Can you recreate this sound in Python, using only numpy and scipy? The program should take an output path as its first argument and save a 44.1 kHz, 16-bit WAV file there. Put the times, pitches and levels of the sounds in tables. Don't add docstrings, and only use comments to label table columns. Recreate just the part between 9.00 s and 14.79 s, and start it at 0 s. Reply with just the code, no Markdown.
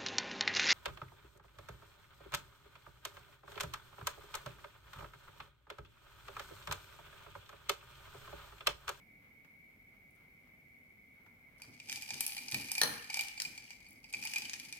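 import sys
import numpy as np
from scipy import signal
from scipy.fft import rfft, irfft
from scipy.io import wavfile
from scipy.ndimage import uniform_filter1d

SR = 44100
rng = np.random.default_rng(int(sys.argv[2]) if len(sys.argv) > 2 else 0)


def wav_record(signal):
    frames = np.transpose(np.atleast_2d(signal))
    bounded = np.clip(frames, -1, 1)
    quanta = np.round(bounded * 32767).astype(np.int16)
    wavfile.write(sys.argv[1], SR, quanta)


N = 255339


def amp(db):
    return 10 ** (np.asarray(db) / 20)


def unit_rms(x):
    return x / np.sqrt(np.mean(x ** 2) + 1e-20)


def curve_at(points, hz):
    f, value = np.transpose(points)
    return np.interp(np.log(hz + 1), np.log(f + 1), value)


def add(mix, s, sound):
    part = mix[:, round(s * SR):][:, :sound.shape[1]]
    part += sound[:, :part.shape[1]]


def colour(x, spectrum, size=2048):
    hz = abs(np.fft.fftfreq(size, 1 / SR))
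    log_gain = np.log(amp(curve_at(spectrum, hz)))
    impulse = np.fft.ifft(np.exp(np.conj(signal.hilbert(log_gain)))).real
    return signal.fftconvolve(x, impulse[None] / np.linalg.norm(impulse), axes=1)[:, :x.shape[1]]


def burst(decay_s, rise_s, size=2048, lag_samples=4):
    t = np.arange(size) / SR
    shared, *own = rng.standard_normal((3, size))
    chatter = np.array([shared, np.roll(shared, lag_samples)]) + np.array(own)
    contact = chatter * np.exp(-t / decay_s) * (1 - np.exp(-t / rise_s))
    return contact * np.sqrt(2) / np.linalg.norm(contact)


def ring(modes, rise_s, scatter_db, detune, stretch=1, lead_s=.00007, size=8000):
    hz, db, t60 = np.transpose(modes)[:, :, None]
    strength, pitch, phase, side = rng.standard_normal((4, len(modes), 1))
    t = np.arange(size) / SR
    fade = amp(db + scatter_db * strength - 60 * t / t60)
    shifted_hz = hz * stretch * (1 + detune * pitch)
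    right = fade * np.exp(2j * np.pi * (shifted_hz * t + phase))
    left = right * np.exp(1j * (.5 * side + 2 * np.pi * hz * lead_s))
    return np.array([left.sum(0).real, right.sum(0).real]) * (1 - np.exp(-t / rise_s))


# f/Hz, coherence/0-1
MIC_COHERENCE = [(50, 0.78), (150, 0.91), (300, 0.84), (700, 0.27), (2000, 0), (8000, 0)]
def noise(spectrum):
    hz = np.fft.rfftfreq(N, 1 / SR)
    left, unrelated = rfft(rng.standard_normal((2, N)))
    same = np.clip(curve_at(MIC_COHERENCE, hz), 0, 1)
    right = same * left + np.sqrt(1 - same ** 2) * unrelated
    return unit_rms(irfft(np.array([left, right]) * amp(curve_at(spectrum, hz)), N))


# f/Hz, level/dB
AIR_SPECTRUM = [(20, -25), (30, -18), (40, 6), (55, -1.5), (80, 2), (250, 2), (350, -7), (780, -11.5),
                (1000, -28.5), (2600, -16.5), (3600, -24), (8000, -31.5), (12500, -22.5), (16000, -22.5)]
# f/Hz, level/dB
WHINE_SPECTRUM = [(1700, -26), (1960, -22), (2090, 1), (2150, -7.5), (2215, 4), (2300, -5.5), (2400, -13),
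                  (2700, -44)]
def room_tone():
    return amp(-68) * noise(AIR_SPECTRUM) + amp(-63) * noise(WHINE_SPECTRUM)


# t/s, length/s, level/dB
FORK_TURNS = [(0.0, 0.035, -72), (0.185, 0.18, -75.5), (0.653, 0.13, -80), (0.884, 0.11, -78),
              (1.134, 0.14, -73.5), (1.4, 0.12, -77.5), (2.126, 0.13, -74), (2.312, .36, -78)]
# f/Hz, level/dB
THUD_SPECTRUM = [(60, -10.5), (250, -0.5), (700, 1), (1400, 5), (3000, -3.5), (8000, -26), (16000, -13)]
def noodles(lumpy_db=3.5, lump_samples=700):
    t = np.arange(N) / SR
    turns = sum(amp(db) * np.sin(np.pi * np.clip((t - s) / length_s, 0, 1))
                for s, length_s, db in FORK_TURNS)
    wander = unit_rms(uniform_filter1d(rng.standard_normal(N), lump_samples))
    return turns * unit_rms(amp(lumpy_db * wander)) * noise(THUD_SPECTRUM)


# t/s, level/dB
TOUCHES = [(0.446, -59), (0.924, -72), (1.202, -70), (1.472, -65), (1.54, -75), (2.263, -59.5),
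           (2.598, -57), (2.642, -60)]
# f/Hz, level/dB
CRACK_SPECTRUM = [(100, -25), (1200, -16.5), (1900, -3.5), (3000, 1), (3600, -2.5), (4800, 4), (6500, 0.5),
                  (7600, -6.5), (9000, -2.5), (16000, -32.5)]
def taps():
    out = np.zeros((2, N))
    for s, db in TOUCHES:
        touch = burst(decay_s=0.0059, rise_s=0.00052)
        add(out, s, amp(db + 20.5) * colour(touch, THUD_SPECTRUM))
        add(out, s, amp(db + 4) * colour(touch, CRACK_SPECTRUM))
    return out


# t/s, level/dB
SCRATCH_EVENTS = [(1.107, -54.5), (1.151, -57), (1.161, -56), (4.886, -46), (4.907, -41), (4.929, -45)]
# f/Hz, level/dB
SCRATCH_SPECTRUM = [(100, -18), (6500, -2), (8500, 5), (9500, 14), (11000, 0), (13000, 12), (15000, -14),
                    (16000, 10)]
def scratches():
    out = np.zeros((2, N))
    for s, db in SCRATCH_EVENTS:
        add(out, s, amp(db + 9.5) * colour(burst(decay_s=0.0013, rise_s=0.00083), SCRATCH_SPECTRUM))
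    return out


# t/s, level/dB, top against that level/dB
STIRRING = [(2.581, -67, 4.5), (2.66, -64.5, -14), (2.82, -63, -3.5), (2.92, -51, 0), (3.18, -47.5, -5),
            (3.37, -44, -1), (3.46, -54, -1.5), (3.54, -46.5, 1), (3.88, -51.5, -5), (4.08, -55, -7),
            (4.17, -43.5, -1.5), (4.33, -57.5, -11), (4.68, -58, -6), (5.019, -73.5, -1.5),
            (5.17, -51.5, -2.5), (5.39, -46.5, -4), (5.49, -53, -2), (5.79, -55.5, -1.5)]
# f/Hz, level/dB, t60/s
GLASS_MODES = [(269, -46, 0.34), (814, -9.5, 0.028), (2228, -8.5, 0.062), (2361.5, 1.5, 0.081),
               (2439, 2, 0.035), (2922, -10, 0.049), (4555, -4, 0.039), (4866, -0.5, 0.038),
               (6630, -18, .03), (7540, -1.5, 0.025)]
# f/Hz, level/dB
TOP_SPECTRUM = [(100, -112), (6500, -24.5), (8400, -2), (8900, -3), (10200, 1.5), (10650, -1), (11100, -4),
                (11450, -2), (12100, -2.5), (13600, -11.5), (14400, -7.5), (16000, -22.5)]
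def grinding(slips_per_s=260, spread_db=2.5, grain_count=12):
    stir_s, stir_db, top_db = np.transpose(STIRRING)
    t = np.arange(N) / SR
    body, top = np.zeros((2, 2, N))
    for _ in range(grain_count):
        slipping = rng.random(N) < slips_per_s / grain_count / SR
        slips = slipping * amp(spread_db * np.minimum(rng.exponential(1, N), 2))
        contact = burst(decay_s=0.0011, rise_s=0.00066)
        grain = amp(-26) * ring(GLASS_MODES, rise_s=0.00043, scatter_db=1.5, detune=.018)
        add(grain, 0, colour(contact, CRACK_SPECTRUM))
        body += signal.oaconvolve(slips[None], grain, axes=1)[:, :N]
        top += signal.oaconvolve(slips[None], colour(contact, TOP_SPECTRUM), axes=1)[:, :N]
    effort = amp(np.interp(t, stir_s, stir_db, left=-120))
    top_gain = amp(np.interp(t, stir_s, top_db) - 7.5)
    return effort * (amp(-3) * unit_rms(body) + top_gain * unit_rms(top))


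def tick(db, ring_db, top_db, hz, rest_hz=2370):
    contact = burst(decay_s=0.0013, rise_s=0.00076)
    glass = ring(GLASS_MODES, rise_s=0.0012, scatter_db=3, detune=0.0053, stretch=hz / rest_hz)
    out = amp(db + ring_db) * glass
    add(out, 0, amp(db + 11) * colour(contact, CRACK_SPECTRUM))
    add(out, 0, amp(db + top_db + 19.5) * colour(contact, TOP_SPECTRUM))
    return out


# t/s, level/dB, ring/dB and top/dB against that level
ICE_BLOWS = [(2.6189, -39.5, -9, -9.5), (2.8, -39, -12, -26), (2.8863, -38.5, -6.5, -17),
             (2.8963, -27.5, -11, -17), (2.9183, -31.5, -18, -13), (2.9264, -26.5, -20, -10.5),
             (2.9582, -29.5, -32, -18), (3.022, -33.5, -11, -9), (3.1053, -25, -14, -21),
             (3.1418, -29, -33, -14), (3.2066, -22.5, -18, -1), (3.2645, -28, -24, 0),
             (3.2774, -34.5, -15, -2), (3.3804, -35.5, -4.5, -25), (3.483, -31, -15.5, -21),
             (3.5129, -34, -38, -5), (3.5214, -25.5, -21, -19), (3.5438, -21.5, -12, -11.5),
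             (3.7165, -24, -14, -4.5), (3.7519, -26, -29, -10), (3.7803, -25, -11, -7.5),
             (4.1006, -31, -5, -16), (4.1425, -22, -15, -15), (4.1709, -27.5, -10, -11),
             (4.1919, -25.5, -7, -14), (4.2094, -25, -19.5, -8.5), (4.2354, -32, -22, -15),
             (4.2837, -31, -30, -18), (4.3765, -37.5, -7, -30), (4.4004, -21.5, -36, -14.5),
             (4.4189, -22, -37, -14), (4.4503, -33.5, -5.5, -16), (4.577, -34.5, -9.5, -16.5),
             (4.7052, -38.5, -7.5, -17), (4.8638, -55.5, 2.5, -26), (5.0419, -48, -2, -13),
             (5.1274, -40, -18, -5.5), (5.1372, -29, -18, -24), (5.2255, -32, -9.5, -17),
             (5.2375, -30, -33, -17), (5.2515, -32, -7.5, -6.5), (5.2724, -26.5, -24, -18),
             (5.3358, -25.5, -15.5, -15.5), (5.3592, -26.5, -8.5, -14), (5.3822, -29, -12, -12),
             (5.4201, -29.5, -15, -22), (5.4525, -34.5, -8, -19), (5.4954, -27, -25, -21),
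             (5.5328, -27.5, -20, -19), (5.5378, -28, -24, -18), (5.5982, -33, -19, -13.5),
             (5.7254, -30, -15.5, -14)]
# t/s, f/Hz
GLASS_NOTE = [(2.9, 2358), (3.75, 2400), (4.2, 2347), (4.85, 2362), (5.13, 2402), (5.79, 2400)]
def ice(swirl=0.0063, spread_db=3, light_ring_db=-10, light_top_db=-13, light_count=50):
    out = np.zeros((2, N))
    stir_s, stir_db, _ = np.transpose(STIRRING)
    progress = (np.arange(light_count) + rng.random(light_count)) / light_count
    light_s = stir_s[0] + (stir_s[-1] - stir_s[0]) * progress
    light_db = np.interp(light_s, stir_s, stir_db) + 11 + spread_db * rng.uniform(-0.82, 1, light_count)
    light_blows = [(s, db, light_ring_db, light_top_db) for s, db in zip(light_s, light_db)]
    for s, db, ring_db, top_db in light_blows + ICE_BLOWS:
        hz = np.interp(s, *np.transpose(GLASS_NOTE)) * (1 + swirl * rng.standard_normal())
        add(out, s, tick(db, ring_db, top_db, hz))
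    return out


# t/s, level/dB, length/s
SURGES = [(2.668, -58, 0.023), (2.85, -66, 0.13), (3.11, -56.5, 0.041), (3.38, -64, 0.082),
          (3.517, -48.5, 0.051), (3.588, -56.5, 0.021), (3.826, -52, 0.073), (4.447, -59, 0.029),
          (4.892, -66, 0.054), (5.132, -60, 0.071), (5.38, -61.5, 0.077), (5.545, -66.5, 0.16)]
# f/Hz, level/dB
HEAVE_SPECTRUM = [(30, -37), (80, -3), (125, 6.5), (170, -1), (250, 7.5), (400, -6.5), (600, -11),
                  (1200, -18), (4000, -46)]
def slosh(rise_s=0.021, fade_s=0.065):
    t, power = np.arange(N) / SR, np.zeros(N)
    for s, db, length_s in SURGES:
        swell = np.clip((t - s) / rise_s, 0, 1)
        fade = np.exp(-np.maximum(t - s - length_s, 0) / fade_s)
        power += (amp(db) * swell * fade) ** 2
    return np.sqrt(power) * noise(HEAVE_SPECTRUM)


# t/s, length/s, level/dB
DRAGS = [(2.908, 0.024, -52), (3.375, 0.015, -52), (3.676, 0.044, -48), (3.746, 0.043, -45),
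         (4.095, 0.016, -44), (4.148, 0.033, -46), (4.191, 0.031, -41.5), (4.225, 0.016, -47),
         (5.137, 0.012, -36), (5.253, 0.017, -45), (5.355, 0.032, -40.5)]
def singing(waver=0.013, rough=0.41, octave_db=-15, lead_s=.00007, smooth_samples=130):
    out = np.zeros((2, N))
    pitch, grip = unit_rms(uniform_filter1d(rng.standard_normal((2, N)), smooth_samples, axis=1))
    mic_lead_s = np.array([[lead_s], [0]])
    for s, length_s, db in DRAGS:
        span = round(s * SR) + np.arange(round(length_s * SR))
        hz = np.interp(s, *np.transpose(GLASS_NOTE))
        phase = 2 * np.pi * hz * (np.cumsum(1 + waver * pitch[span]) / SR + mic_lead_s)
        note = (np.sin(phase) + amp(octave_db) * np.sin(2 * phase)) * np.exp(rough * grip[span])
        add(out, s, amp(db) * unit_rms(note * signal.windows.tukey(len(span), .5)))
    return out


# t/s, f/Hz, level/dB
BUBBLE_PLINKS = [(2.959, 4550, -30), (3.945, 2610, -44), (3.994, 2790, -36.5), (4.678, 2880, -42),
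                 (5.17, 3440, -45), (5.453, 3010, -28)]
def bubbles(t60=0.012, rise_s=0.0011, glide=1.5):
    out, t = np.zeros((2, N)), np.arange(2500) / SR
    for s, hz, db in BUBBLE_PLINKS:
        envelope = amp(db + 0.5 - 60 * t / t60) * (1 - np.exp(-t / rise_s))
        plink = envelope * np.sin(2 * np.pi * hz * t * (1 + glide * t))
        add(out, s, np.array([plink, plink]))
    return out


# t/s, level/dB, contact time/s
STRAW_KNOCKS = [(3.522, -45, .001), (3.5439, -39.5, 0.00081), (3.815, -16, .001), (3.8332, -19.5, 0.0035)]
# f/Hz, level/dB, t60/s
STRAW_MODES = [(464.5, -11.5, 0.072), (753, -9.5, 0.036), (830, -1, 0.02), (1236, -18.5, 0.14),
               (1684, -0.5, 0.018), (1813, 3.5, 0.036), (3050, 0, 0.023), (3384, -8.5, 0.057),
               (4130, 12.5, 0.01), (4215, 13.5, 0.013), (5040, 5, 0.017), (5850, 1, 0.044),
               (6430, -9, 0.05), (9850, 6, 0.018), (10700, -13, 0.095), (12000, -16, 0.081),
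               (15200, -10, 0.033)]
def straw():
    out = np.zeros((2, N))
    for s, db, contact_s in STRAW_KNOCKS:
        metal = ring(STRAW_MODES, rise_s=0.00069, scatter_db=-1, detune=0.0032, lead_s=.00004)
        add(out, s, amp(db - 10.5) * metal)
        add(out, s, amp(db + 11) * colour(burst(contact_s, rise_s=0.00037), CRACK_SPECTRUM))
        add(out, s, amp(db + 9.5) * colour(burst(contact_s, rise_s=0.00053), TOP_SPECTRUM))
        add(out, s, amp(db + 6) * colour(burst(decay_s=0.025, rise_s=0.0009), THUD_SPECTRUM))
    return out


# f/Hz, t60/s
ECHO_DECAY = [(150, 0.6), (700, .5), (2000, 0.86), (5000, 0.37), (10000, 0.52), (16000, 0.5)]
# f/Hz, level/dB
ECHO_SPECTRUM = [(150, 4.5), (1000, 4.5), (2400, -1.5), (5000, -0.5), (10000, -0.5), (16000, 4)]
def room_echo(direct, tail_db=-3, early_db=-7, early_s=0.005, echoes_per_s=3000, size=30000):
    t = np.arange(size) / SR
    sparse = rng.choice([-1., 1.], (2, 2, size)) * (rng.random((2, 2, size)) < echoes_per_s / SR)
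    early = sparse[0] * np.exp(-t / early_s) * (t > .001)
    hz, frame_s, bands = signal.stft(sparse[1] * (t > .007), SR, nperseg=256)
    t60 = curve_at(ECHO_DECAY, hz)[:, None]
    fade = amp(curve_at(ECHO_SPECTRUM, hz)[:, None] - 60 * frame_s / t60)
    tail = signal.istft(bands * fade, SR, nperseg=256)[1][:, :size]
    echo = (amp(tail_db) * unit_rms(tail) + amp(early_db) * unit_rms(early)) / np.sqrt(size)
    return direct + signal.fftconvolve(direct, echo, axes=1)[:, :N]


def scene():
    background = room_tone()
    glass = ice() + grinding() + singing() + bubbles() + straw()
    handling = noodles() + taps() + scratches()
    balance = amp([[.4], [-.4]])
    return background + balance * room_echo(glass + handling) + slosh()


def record(dry, edge_hz=16100):
    lowpass = signal.firwin(255, edge_hz, window=("kaiser", 9), fs=SR)
    return signal.oaconvolve(dry, lowpass[None], "same")


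dry = scene()
out = record(dry)
wav_record(out)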